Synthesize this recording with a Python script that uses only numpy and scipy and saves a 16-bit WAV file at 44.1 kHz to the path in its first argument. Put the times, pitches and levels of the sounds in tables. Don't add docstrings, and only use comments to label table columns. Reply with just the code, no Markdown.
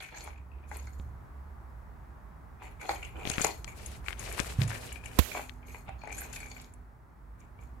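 import sys
import numpy as np
from scipy import signal
from scipy.fft import rfft, irfft
from scipy.io import wavfile
from scipy.ndimage import uniform_filter1d

SR = 44100
rng = np.random.default_rng(int(sys.argv[2]) if len(sys.argv) > 2 else 0)


def unload_audio(sound):
    columns = np.transpose(np.atleast_2d(sound))
    steps = np.round(np.clip(columns, -1, 1) * 32767)
    wavfile.write(sys.argv[1], SR, steps.astype(np.int16))


N = 343980
TIME = np.arange(N) / SR


def from_db(db):
    return 10 ** (np.asarray(db) / 20)


def rms_one(x):
    return x / np.sqrt(np.mean(x ** 2) + 1e-20)


def level(curve, column=1):
    points = np.array(curve)
    return from_db(np.interp(TIME, points[:, 0], points[:, column], left=-200, right=-200))


def panned(db):
    difference = np.atleast_1d(db)
    return from_db(np.array([difference, -difference]) / 2)


def add(out, s, sound):
    i = max(int(s * SR), 0)
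    out[..., i:i + sound.shape[-1]] += sound[..., :N - i]


def band(x, low_hz, high_hz, order=2):
    edges = [low_hz, min(high_hz, SR / 2 - 1000)]
    return signal.sosfilt(signal.butter(order, edges, "band", fs=SR, output="sos"), x)


def coloured(x, spectrum):
    hz, db = np.transpose(spectrum)
    log_hz = np.log(np.fft.rfftfreq(x.shape[-1], 1 / SR) + 1)
    gain = from_db(np.interp(log_hz, np.log(hz), db, left=-90))
    return rms_one(irfft(rfft(x) * gain, x.shape[-1]))


def stereo_noise(alike, size=N):
    shared = np.sqrt(alike) * rng.standard_normal(size)
    return shared + np.sqrt(1 - alike) * rng.standard_normal((2, size))


def wander(per_s, size=N):
    return np.interp(TIME[:size] * per_s, np.arange(1600), rng.standard_normal(1600))


def random_contacts(per_s, spread_db):
    return (rng.random(N) < per_s / SR) * from_db(spread_db * np.minimum(rng.exponential(1, N), 3))


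def grains(per_s, spread_db, hiss):
    return rms_one(random_contacts(per_s, spread_db) * stereo_noise(0.095)) + hiss * stereo_noise(0.1)


def evened(x, window_s=0.062):
    power = uniform_filter1d(np.mean(x ** 2, axis=0), int(window_s * SR))
    return x / np.sqrt(np.maximum(power, 1e-20))


def strokes(rows, attack_s, release_db_per_s, swell_db=14):
    power, t = 0, TIME[::40]
    for s, length, db in rows:
        swell = swell_db * np.maximum(1 - (t - s) / attack_s, 0)
        release = release_db_per_s * np.maximum(t - s - length, 0)
        power = power + from_db(np.maximum(db - swell - release, -200)) ** 2
    return np.interp(TIME, t, np.sqrt(power))


def stereo_strokes(rows, attack_s, release_db_per_s):
    return np.array([strokes([(s, length, db + side * pan / 2) for s, length, db, pan in rows],
                             attack_s, release_db_per_s) for side in (1, -1)])


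def resonance(x, hz, width_hz):
    r, w = np.exp(-np.pi * width_hz / SR), 2 * np.pi * hz / SR
    return signal.lfilter(np.array([1, 0, -1]) * (1 - r * r) / 2, [1, -2 * r * np.cos(w), r * r], x)


def track(force, low_hz, high_hz, flex=0, shell_db=-15, coupling_db=4):
    # pitch_hz, width_hz, level_db
    track_modes = [(345, 220, -1), (458, 70, -9), (624, 55, -4.5), (729, 37, 2.5), (816.6, 26, 5),
                   (887, 7.1, -10.5), (961, 12.4, -7.5), (1380, 140, -18.5), (1550, 140, -10),
                   (2026, 190, -2), (2342, 105, 7), (2460, 70, -4.5), (2250, 140, -3.5), (2717, 40, -14),
                   (3356, 37, -7.5), (4300, 71, -1), (6570, 130, 1.5), (7090, 270, -1), (7190, 290, -8.5),
                   (8030, 74, -2), (8380, 97, -2.5), (10140, 74, 3), (11630, 170, 0), (12140, 720, -27)]
    out = from_db(shell_db) * force
    for hz, width, db in track_modes:
        if low_hz < hz < high_hz:
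            coupling = coupling_db * wander(per_s=45, size=force.shape[-1])
            out = out + resonance(force * from_db(db + coupling), hz * (1 + flex * rng.normal()), width)
    return band(out, low_hz, high_hz, order=3)


def travelling(ring, glide):
    travel = TIME + np.cumsum(glide * wander(per_s=14)) / SR
    return evened(np.array([np.interp(travel % TIME[-1], TIME, side) for side in ring]))


def blow(low_hz, high_hz, contact_s, alike, buzz_db=-18, buzz_s=0.011, flex=0.021, rough=1.0):
    t = TIME[:SR // 14]
    contact = (t / contact_s * np.exp(1 - t / contact_s)) ** 2
    buzz = from_db(buzz_db) * np.exp(-t / buzz_s) * (1 - np.exp(-t / contact_s))
    force = rough * stereo_noise(alike, size=len(t)) * (contact + buzz)
    if low_hz < 1000:
        push = signal.unit_impulse(len(t), int(contact_s * SR))
        force = force + push * np.sqrt(np.sum(contact ** 2))
    ring = track(force, low_hz, high_hz, flex=flex)
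    return ring / ring[:, :SR // 80].std()


def background(rumble_pan_db=-3, drone_hz=69, hum_hz=249):
    # time_s, air_db, rumble_db
    room_levels = [(0, -62, -53), (1.1, -56, -48), (2.4, -56.5, -50.5), (3.3, -57.5, -44.5),
                   (4.5, -53, -43.5), (5.5, -57.5, -48.5), (6.3, -56, -47), (7.0, -61.5, -52.5),
                   (7.8, -58.5, -49)]
    # frequency_hz, relative_level_db
    rumble_colour = [(20, -17.5), (33, -12), (50, 6), (65, 6), (90, -5), (125, -5), (170, -16.5),
                     (260, -20.5), (400, -20), (800, -53)]
    # frequency_hz, relative_level_db
    air_colour = [(150, 15.5), (400, -2.5), (850, 7), (1300, 3), (2000, -5.5), (3000, -21), (5000, -25),
                  (10000, -27), (15500, -25)]
    # time_s, level_db
    drone_levels = [(0, -73), (.3, -48.5), (.8, -44.5), (1.1, -45.5), (1.5, -47.5), (2.1, -65)]
    # time_s, level_db
    hum_levels = [(4.6, -51.5), (5.0, -62), (5.4, -55.5), (5.9, -64.5), (6.6, -59.5), (7.1, -76.5),
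                  (7.8, -60.5)]
    rumble = level(room_levels, column=2) * coloured(stereo_noise(0.88), rumble_colour)
    air = level(room_levels) * coloured(stereo_noise(0.14), air_colour)
    waver = coloured(rng.standard_normal(N), [(1.5, 12.0), (6, -11.5), (25, -63.0), (100, -120)])
    drone = np.sqrt(2) * level(drone_levels) * np.sin(2 * np.pi * drone_hz * TIME + waver)
    hum = level(hum_levels) * np.sin(2 * np.pi * hum_hz * TIME + 0.39 * waver)
    return (rumble + drone + hum) * panned(rumble_pan_db) + air


def thumps(pan_db=-3, shudder_db=-12, attack_s=0.0027):
    # start_s, level_db, pitch_hz, t60_s
    thump_rows = [(0.994, -32, 69.4, 1), (3.444, -33, 148.4, 0.077), (4.587, -10.5, 112, 0.057),
                  (4.611, -21, 135, 0.26), (4.626, -28, 108.8, 0.49), (5.887, -26.5, 117, 0.03)]
    out, t = np.zeros(N), TIME[:SR // 2]
    for s, db, hz, t60 in thump_rows:
        shudder = from_db(shudder_db) * rms_one(band(rng.standard_normal(len(t)), hz / 1.73, hz * 1.47))
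        envelope = from_db(db - 60 * t / t60) * (1 - np.exp(-t / attack_s))
        add(out, s, envelope * (np.sin(2 * np.pi * hz * t) + shudder))
    return out * panned(pan_db)


def port_bump(swing_hz=68, swing_s=0.013, case_hz=235, case_db=-4, case_s=0.0024, snap_hz=1150, snap_db=-5,
              snap_s=0.0016, crackle_s=0.0063, slide_db=-35, slide_s=0.14):
    # start_s, step_db, crackle_db
    bump_rows = [(5.188, -16.5, -13.5), (5.191, -6, -17)]
    # frequency_hz, relative_level_db
    bump_colour = [(200, 10.5), (1200, -2), (3000, -1), (5000, -8.5), (7000, -5), (9000, -13.5),
                   (12500, -4), (15500, -13.5)]
    out, t = np.zeros((2, N)), TIME[:SR // 3]
    for s, step_db, crackle_db in bump_rows:
        swing = np.cos(2 * np.pi * swing_hz * t) * np.exp(-t / swing_s)
        case = from_db(case_db) * np.sin(2 * np.pi * case_hz * t) * np.exp(-t / case_s)
        snap = from_db(snap_db) * np.sin(2 * np.pi * snap_hz * t) * np.exp(-t / snap_s)
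        step = from_db(step_db) * band(swing + case + snap, 27, 5500, order=1)
        crackle = coloured(rng.standard_normal(len(t)), bump_colour) * np.exp(-t / crackle_s)
        add(out[1], s, from_db(crackle_db) * crackle - step)
    slide = coloured(rng.standard_normal(len(t)), bump_colour) * np.exp(-(t / slide_s) ** 2)
    add(out[1], bump_rows[-1][0], from_db(slide_db) * band(slide, 1800, 24000, order=1))
    return out


def grip_clicks(thud_hz=190, thud_s=0.0012, creak_db=-19, creak_s=0.0041):
    # start_s, click_peak_db, centre_hz, edge_over_centre, thud_db, right_db
    grip_rows = [(0.998, -46.5, 2520, 1.63, -31, 5), (3.253, -21, 2600, 1.4, -17.5, -30),
                 (3.274, -18, 2700, 1.4, -13.5, -26), (3.3, -10.5, 3620, 2.4, -14, -22),
                 (3.382, -12.5, 1860, 1.56, -9.5, -40), (3.409, -19, 1600, 2, -12.5, -40),
                 (3.645, -19, 3100, 2.55, -41, -30), (4.084, -13, 1830, 1.57, -30, -36),
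                 (4.129, -20.5, 2200, 1.53, -47, -30), (4.3943, -13.5, 1960, 1.45, -44, -29),
                 (4.4005, -8, 3120, 2.5, -8.5, -30), (4.618, -13.5, 2580, 1.64, -26, -30),
                 (4.634, -20, 3300, 2.5, -41, -26), (5.495, -23.5, 2600, 1.5, -50, -29)]
    out, t = np.zeros((2, N)), TIME[:SR // 20]
    for s, db, hz, width, thud_db, right_db in grip_rows:
        click = band(signal.unit_impulse(len(t)), hz / width, hz * width, order=4)
        grit = rms_one(band(rng.standard_normal(len(t)), hz / 2.6, hz * 2.0))
        creak = from_db(creak_db) * grit * np.exp(-t / creak_s)
        thud = np.sin(2 * np.pi * thud_hz * t) * np.exp(-t / thud_s)
        sound = from_db(db) * (click / abs(click).max() + creak) + from_db(thud_db) * thud
        add(out, s, sound * from_db([[0], [right_db]]))
    return out


def shifting(x, depth_db):
    out, edges_hz = 0, [125, 700, 2000, 5000, 16000]
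    for k, (low, high) in enumerate(zip(edges_hz, edges_hz[1:])):
        polarity = (-1) ** k
        out = out + polarity * band(x, low, high) * from_db(depth_db * wander(per_s=60))
    return out


def scratches(per_s=24, spread_db=-0.5, length_s=0.0064):
    out, r = 0, np.exp(-1 / (length_s * SR))
    for hz in np.geomspace(1200, 9000, 6):
        starts = random_contacts(per_s, spread_db)
        swell = signal.lfilter([1], [1, -2 * r, r * r], starts + 1e-18)
        out = out + swell * rms_one(band(stereo_noise(0.12), hz / 1.35, hz * 1.5))
    return evened(out, window_s=0.26)


def rubbing(rub_db=-2, catch_db=-0.5, rasp_catch_db=4, flutter_db=0.8, scratch_db=-6):
    # start_s, length_s, level_db, rasp_share_db, left_right_db
    rub_rows = [(3.245, 0.058, -50.5, -4.5, 12), (3.373, .035, -46, -3, 17), (3.747, 0.2, -51, -15, 4.5),
                (4.042, 0.071, -53, 2, 13), (4.174, 0.095, -46.5, -3.5, 8.5), (4.257, 0.055, -44, -8, 4),
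                (4.303, 0.042, -42.5, -7, 4.5), (4.367, 0.022, -35.5, -2.5, 9.5),
                (4.438, 0.029, -41.5, -8, 2.5), (4.475, 0.049, -45, -9, 3), (4.59, 0.027, -40, 0.5, 8.5),
                (4.667, 0.06, -44.5, -0.5, 5.5), (4.718, 0.057, -44, -6, 3),
                (4.786, 0.093, -45.5, -22, 2.5), (4.884, 0.072, -52.5, -10, 4),
                (5.016, 0.18, -53.5, -15, 5), (5.143, 0.17, -49, -7, -11)]
    # frequency_hz, gain_db
    rub_colour = [(150, -17), (400, 4), (750, -0.5), (1100, -16.5), (1700, -8), (2450, -4.5), (3300, -11),
                  (5500, -12), (7500, -8.5), (12000, -11), (15500, -28.5)]
    attack_s, release_db_per_s = 0.029, 229
    drag_rows = [(s, length, db, pan) for s, length, db, _, pan in rub_rows]
    rasp_rows = [(s, length, db + share, pan) for s, length, db, share, pan in rub_rows]
    pressure = stereo_strokes(drag_rows, attack_s, release_db_per_s)
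    sticking = stereo_strokes(rasp_rows, attack_s, release_db_per_s)
    grain = shifting(grains(per_s=700, spread_db=1.0, hiss=1.7), depth_db=3.0)
    drag = coloured(grain, rub_colour) * from_db(catch_db * wander(per_s=90))
    rasp = band(grains(per_s=350, spread_db=6.0, hiss=0.51), 800, 2400)
    rasp = rasp * from_db(rasp_catch_db * wander(per_s=110))
    skin = pressure * (evened(drag) + from_db(scratch_db) * scratches()) + sticking * evened(rasp)
    return from_db(rub_db + flutter_db * wander(per_s=31)) * skin


def room(x, wet_db=-7, t60_s=0.27, treble_t60_s=0.23):
    t = TIME[:SR // 2]
    noise = rng.standard_normal((2, len(t))) * (t > .005)
    tail = band(noise, 150, 7500) * from_db(-60 * t / t60_s)
    tail = tail + band(noise, 6900, 24000) * from_db(-60 * t / treble_t60_s)
    tail /= np.sqrt(np.sum(tail ** 2, axis=1, keepdims=True))
    return x + from_db(wet_db) * signal.fftconvolve(x, tail, axes=1)[:, :N]


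def scraping(slip_db=6.0, glide=0.044):
    # start_s, length_s, level_db, left_right_db
    scrape_rows = [(0.01, 0.099, -66, 3), (.135, .05, -56, -6), (.185, 0.025, -56.5, 2),
                   (.235, 0.037, -60, 2), (.715, 0.089, -61, 2), (.815, 0.086, -71, 3),
                   (2.805, .08, -63.5, 5), (2.9, .035, -52, 3), (3.25, 0.068, -48.5, 6),
                   (3.308, 0.039, -49.5, 4.5), (3.408, 0.03, -42, 10.5), (3.465, 0.039, -50, 6.5),
                   (5.655, 0.021, -69, 2), (5.98, 0.11, -65, 1), (6.17, 0.078, -64, 0),
                   (6.325, 0.026, -51.5, 2), (6.39, 0.07, -65.5, 2.5), (6.49, 0.036, -57, 6.5),
                   (6.56, 0.077, -61, 1)]
    force = grains(per_s=450, spread_db=5.5, hiss=0.57) * from_db(slip_db * wander(per_s=120))
    rattle = travelling(track(force, 2900, 6800, shell_db=-7.5, coupling_db=10.5), glide)
    return stereo_strokes(scrape_rows, attack_s=0.013, release_db_per_s=333) * rattle


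def scuffing(scuff_db=-2, pan_db=3, catch_db=2.0, glide=0.02):
    # start_s, length_s, level_db
    scuff_rows = [(0, 0.025, -53.5), (.15, 0.082, -54), (.675, 0.048, -59.5), (.72, 0.046, -56.5),
                  (.81, 0.2, -68), (2.62, 0.015, -57.5), (2.8, 0.09, -54.5), (2.88, 0.014, -43.5),
                  (3.02, 0.021, -56), (3.16, 0.11, -61), (3.255, 0.17, -48), (3.405, 0.032, -37.5),
                  (3.66, 0.019, -52.5), (5.32, 0.075, -46.5), (5.66, 0.11, -57.5), (6.11, 0.13, -49.5),
                  (6.32, 0.043, -46.5), (6.41, 0.21, -60), (7.38, 0.018, -70), (7.6, 0.018, -65.5)]
    force = grains(per_s=1100, spread_db=2.0, hiss=0.885) * from_db(catch_db * wander(per_s=90))
    ring = travelling(track(force, 3300, 14300, shell_db=-11, coupling_db=5.5), glide)
    stroke = strokes(scuff_rows, attack_s=0.012, release_db_per_s=154)
    return from_db(scuff_db) * stroke * ring * panned(pan_db)


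def claws(wall_db=-13, pan_share=0.66, spread=1.3):
    # start_s, level_db, contact_s, centre_hz, left_right_db
    claw_rows = [(0.002, -49.5, 0.0018, 3630, -5), (0.166, -65, 0.0036, 6500, 4),
                 (0.181, -50, .0025, 5900, 10), (0.226, -70, 0.0042, 8200, 1),
                 (0.239, -53, 0.0031, 9150, 7), (0.275, -63, 0.0065, 5800, 4),
                 (0.767, -50, 0.0022, 9500, 12), (0.752, -68, .006, 5000, 6), (0.822, -66, .004, 5600, 16),
                 (0.868, -59.5, 0.0023, 5500, 15), (0.93, -65, 0.0026, 6170, 11),
                 (2.892, -44, 0.0013, 3970, -5), (2.905, -49, .002, 3900, 3), (2.912, -57, 0.0036, 5600, 2),
                 (2.957, -56, .003, 5500, 4), (3.027, -55, 0.0027, 6360, 2), (3.046, -54, 0.0036, 6400, 9),
                 (3.296, -40, 0.002, 8400, 24), (3.313, -41, 0.0019, 6600, 13),
                 (3.333, -47, 0.0033, 7500, 3.5), (3.413, -33.5, 0.0036, 7100, 18.5),
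                 (3.443, -31, 0.0026, 6300, 15.5), (3.446, -38.5, 0.0024, 11440, 2),
                 (3.465, -36, 0.0024, 6490, 11.5), (3.859, -44.5, 0.0026, 8000, 15),
                 (4.193, -46.5, 0.0012, 8200, 19), (4.324, -47.5, 0.002, 9030, 15),
                 (4.675, -47, 0.0033, 8800, 13), (4.924, -45, 0.0023, 9100, 6.5),
                 (5.056, -49.5, 0.0028, 8000, 18), (6.124, -49, 0.0022, 7300, 13),
                 (6.176, -42.5, 0.01, 8890, 5), (6.2, -44.5, 0.0099, 10850, -4),
                 (6.327, -49.5, 0.0026, 6200, 16), (6.357, -57, .003, 9000, 5),
                 (6.402, -52, 0.0014, 8450, 4), (6.459, -57, 0.0023, 7530, 3),
                 (6.497, -59, 0.0041, 8270, 5), (6.517, -60, 0.0029, 7320, 5),
                 (6.613, -58, 0.0034, 9000, -3), (6.736, -59, 0.0019, 8500, 1),
                 (7.402, -65, 0.0029, 6500, 6), (7.61, -73, 0.0054, 6940, 6)]
    out = np.zeros((2, N))
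    for s, db, contact_s, hz, pan in claw_rows:
        tick = blow(hz / spread, hz * spread, contact_s, alike=0.13)
        wall = from_db(wall_db) * blow(1800, 4100, contact_s, alike=0.17)
        add(out, s, from_db(db) * (tick + wall) * panned(pan_share * pan))
    return out


def rolling(hollow_db=-4, chatter_db=-3, pan_db=3, clatter_db=3.5, glide=.05):
    # start_s, length_s, hollow_level_db, chatter_level_db
    roll_rows = [(0, 0.057, -58, -47.5), (0.109, 0.17, -50.5, -53.5), (0.33, 0.058, -76, -66),
                 (0.51, 0.33, -68, -70), (0.707, 0.067, -49.5, -54.5), (2.598, 0.065, -52, -52.5),
                 (2.794, 0.14, -44, -47), (2.87, 0.037, -36.5, -50), (3.003, 0.071, -54.5, -52),
                 (3.141, 0.15, -43.5, -50), (3.233, 0.18, -44.5, -46), (3.432, 0.011, -31, -43.5),
                 (3.653, 0.038, -52, -52), (5.327, 0.051, -42.5, -41.5), (5.637, 0.054, -57, -56),
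                 (5.862, 0.023, -50, -50.5), (6.03, 0.25, -50, -55.5), (6.285, 0.32, -56, -55.5),
                 (7.377, 0.021, -58.5, -61.5), (7.579, 0.021, -54, -60)]
    attack_s, release_db_per_s = 0.02, 218
    force = grains(per_s=800, spread_db=4.0, hiss=0.6) * from_db(clatter_db * wander(per_s=130))
    hollow = travelling(track(force, 250, 1400, shell_db=-10.5), glide / 2)
    chatter = travelling(track(force, 970, 3530, shell_db=-9.5, coupling_db=7.5), glide)
    boom_rows = [(s, length, db + hollow_db) for s, length, db, _ in roll_rows]
    rattle_rows = [(s, length, db + chatter_db) for s, length, _, db in roll_rows]
    boom = strokes(boom_rows, attack_s, release_db_per_s)
    rattle = strokes(rattle_rows, attack_s, release_db_per_s)
    return boom * hollow + rattle * chatter * panned(pan_db)


def taps(tap_db=1, contact_s=0.0016, top_db=-23, body_db=-15, pan_share=0.79, flex=0.021, buzz_db=-15, buzz_s=0.018):
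    # start_s, level_db, main_hz, lower_db, upper_db, left_right_db
    tap_rows = [(0.008, -43, 2340, -10, -15, 3), (0.021, -44, 2360, -2, -4, 6),
                (0.040, -56, 2480, -9, -10, 1), (0.0865, -48, 2340, -4, -12, 5),
                (0.120, -51, 2360, -1, -10, 2), (0.1457, -47, 2200, 4, -10, 5),
                (0.171, -42, 2270, 0, -10, 0), (0.330, -56, 2270, -4, -14, 5),
                (0.357, -54, 2480, -12, -18, 1), (0.378, -58, 2500, -17, -21, 5),
                (0.514, -59, 2550, -17, -24, 8), (0.535, -65, 2460, -14, -21, 3),
                (0.635, -56, 2470, -7, -18, 11), (2.960, -43, 2480, -11, -4, 3),
                (3.026, -34, 2280, -9, -1, 3), (3.048, -45, 2380, -16, 8, 3), (3.165, -51, 2460, -4, 4, 14),
                (3.230, -48, 2260, -11, 4, 8), (3.314, -35, 2230, -8, 0.5, 11),
                (3.335, -36, 2440, -2, -1, 8), (3.420, -42, 2400, -2, 4, 5), (3.445, -32, 2260, -1, 2, 6),
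                (3.487, -41, 2440, -12, -4, 9), (4.196, -44, 2350, -11, -11, 14),
                (4.261, -40.5, 2430, -14, -7, 11), (4.313, -39, 2450, 0, -9, 10),
                (4.675, -46, 2300, 2, -5, 2), (4.703, -37.5, 2260, 2, -9, 15), (4.729, -37, 2250, 5, -5, 9),
                (4.755, -42, 2380, 1, -3, 11), (4.888, -44, 2420, 0, 6, 13), (4.917, -42, 2380, -5, -2, 12),
                (4.956, -40, 2400, -10, -21, 15), (5.036, -44, 2400, -3, -14, 15),
                (5.057, -38, 2320, -4.5, -3, 10), (5.078, -54, 2370, 3, -4, 5),
                (5.112, -47, 2400, 0, -4, 9), (5.129, -50, 2400, -1, 2, 11),
                (5.315, -31.5, 2356, -11, -21, 4), (5.349, -39, 2300, -4, -15, 5),
                (5.372, -40, 2370, -3, -16, 5), (5.393, -45, 2300, -5, -10, 5),
                (5.626, -57, 2370, -8, -16, 11), (5.681, -49, 2380, -8, -9, 7),
                (5.703, -49, 2410, -9, -12, 2), (5.743, -44.5, 2320, -8, -18, 6),
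                (5.755, -50, 2380, -12, -16, 8), (6.015, -50, 2380, -9, -17, 11),
                (6.043, -48, 2400, -14, -18, 11), (6.074, -47.5, 2380, -19, -27, 19),
                (6.102, -40, 2400, -11, -21, 11), (6.122, -37.5, 2300, -15, -28, 20),
                (6.144, -49, 2380, -7, -19, 4), (6.180, -41.5, 2400, 11, -12, 4),
                (6.216, -39.5, 2330, 13, -17, 8), (6.242, -41.5, 2360, -4, -14, 8),
                (6.334, -43, 2500, -1, -8, 9), (6.360, -36.5, 2380, -8, -18, 3.5),
                (6.402, -40.5, 2310, -6, -22, 7), (6.428, -40.5, 2340, -12, -21, 9),
                (6.456, -43, 2310, -9, -17, 5), (6.516, -55, 2360, -12, -7, 0),
                (6.563, -43, 2330, -7, -15, 8), (6.585, -56, 2400, -8, -2, 1)]
    # multiple_of_main, filter_width_hz
    wall_modes = [(.7, 519), (0.999, 229.3), (1.2, 240), (1.82, 499)]
    out, t = np.zeros((2, N)), TIME[:SR // 20]
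    contact = t / contact_s * np.exp(1 - t / contact_s)
    buzz = from_db(buzz_db) * np.exp(-t / buzz_s) * (1 - np.exp(-t / contact_s))
    for s, db, main_hz, lower_db, upper_db, pan in tap_rows:
        force = stereo_noise(0.23, size=len(t)) * (contact + buzz)
        ring = from_db(body_db) * rms_one(band(force, 400, 880))
        for (multiple, width), mode_db in zip(wall_modes, (lower_db, 0, upper_db, top_db)):
            hz = main_hz * multiple * (1 + flex * rng.normal())
            ring = ring + from_db(mode_db) * rms_one(resonance(resonance(force, hz, width), hz, width))
        ring = ring / abs(ring.mean(axis=0)).max()
        add(out, s, from_db(db + tap_db) * ring * panned(pan_share * pan))
    return out


def knocks(hollow_db=1, wall_db=-17, cover_db=-9, bright_db=-29, pan_share=0.3, hollow_pan_share=0.237,
           rebound_s=.022, rebounds=2):
    # start_s, level_db, hollow_share_db, clack_share_db, loss_per_rebound_db, left_right_db
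    knock_rows = [(0.004, -32.5, -24, -22, 7, 10), (0.141, -46.5, -10, -7, 12, 6),
                  (0.274, -41, -5.5, -9.5, 16, 4), (0.713, -41, -5.5, -6, 12, 15),
                  (0.717, -45, -6.5, -9.5, 16, 11), (0.871, -49.5, -14, -3, 28, 8),
                  (2.619, -47.5, -2, -6, 6.5, 19), (2.812, -33.5, -39, -16, 17, 14),
                  (2.891, -24, -5.5, -17, 12, 2), (2.913, -34.5, -12, -12, 13, 4),
                  (3.395, -24.5, -22, -18, 3, 18), (3.444, -19, -10.5, -16.5, 14, 18),
                  (3.676, -31.5, -26, -22, 30, 35), (4.06, -30.5, -40, -33.5, 1.5, 38),
                  (5.349, -32, -6.5, -27, 1.5, 6), (5.745, -35, -15, -36, 11, 7),
                  (5.89, -37, -7, -33, 19, -15), (6.035, -39, -7.5, -19, 20, 20),
                  (6.072, -32.5, -15.5, -31, 3.5, 27), (6.217, -45, -12, -6, 14, 6),
                  (6.403, -52, -16, -7, 8, 5)]
    out = np.zeros((2, N))
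    for s, first_db, hollow_share, clack_share, loss_db, pan in knock_rows:
        for k in range(rebounds + 1):
            db = first_db - k * loss_db
            if db < -56:
                break
            hollow = from_db(hollow_share + hollow_db) * blow(380, 1400, contact_s=0.00137, alike=0.72)
            wall = from_db(wall_db) * blow(1400, 2400, contact_s=0.0019, alike=0.14)
            clack = from_db(clack_share) * blow(1050, 2050, contact_s=0.00153, alike=0.14)
            hardness_db = db + 19.5
            cover_gain = from_db(hollow_share + cover_db + hardness_db)
            cover = cover_gain * blow(3700, 5400, contact_s=0.0006, alike=0.36)
            bright = from_db(bright_db) * blow(3000, 11000, contact_s=0.0022, alike=0.21)
            shell = (wall + clack + cover + bright) * panned(pan_share * pan)
            add(out, s + k * rebound_s, from_db(db) * (hollow * panned(hollow_pan_share * pan) + shell))
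    return out


def scene():
    toy = room(knocks() + taps() + claws() + rolling() + scuffing() + scraping())
    return toy + rubbing() + grip_clicks() + port_bump() + thumps() + background()


def record(dry, cutoff_hz=15800):
    lowpass = signal.ellip(10, .1, 80, cutoff_hz, fs=SR, output="sos")
    return signal.sosfilt(lowpass, np.clip(dry, -1, 1))


dry = scene()
out = record(dry)
unload_audio(out)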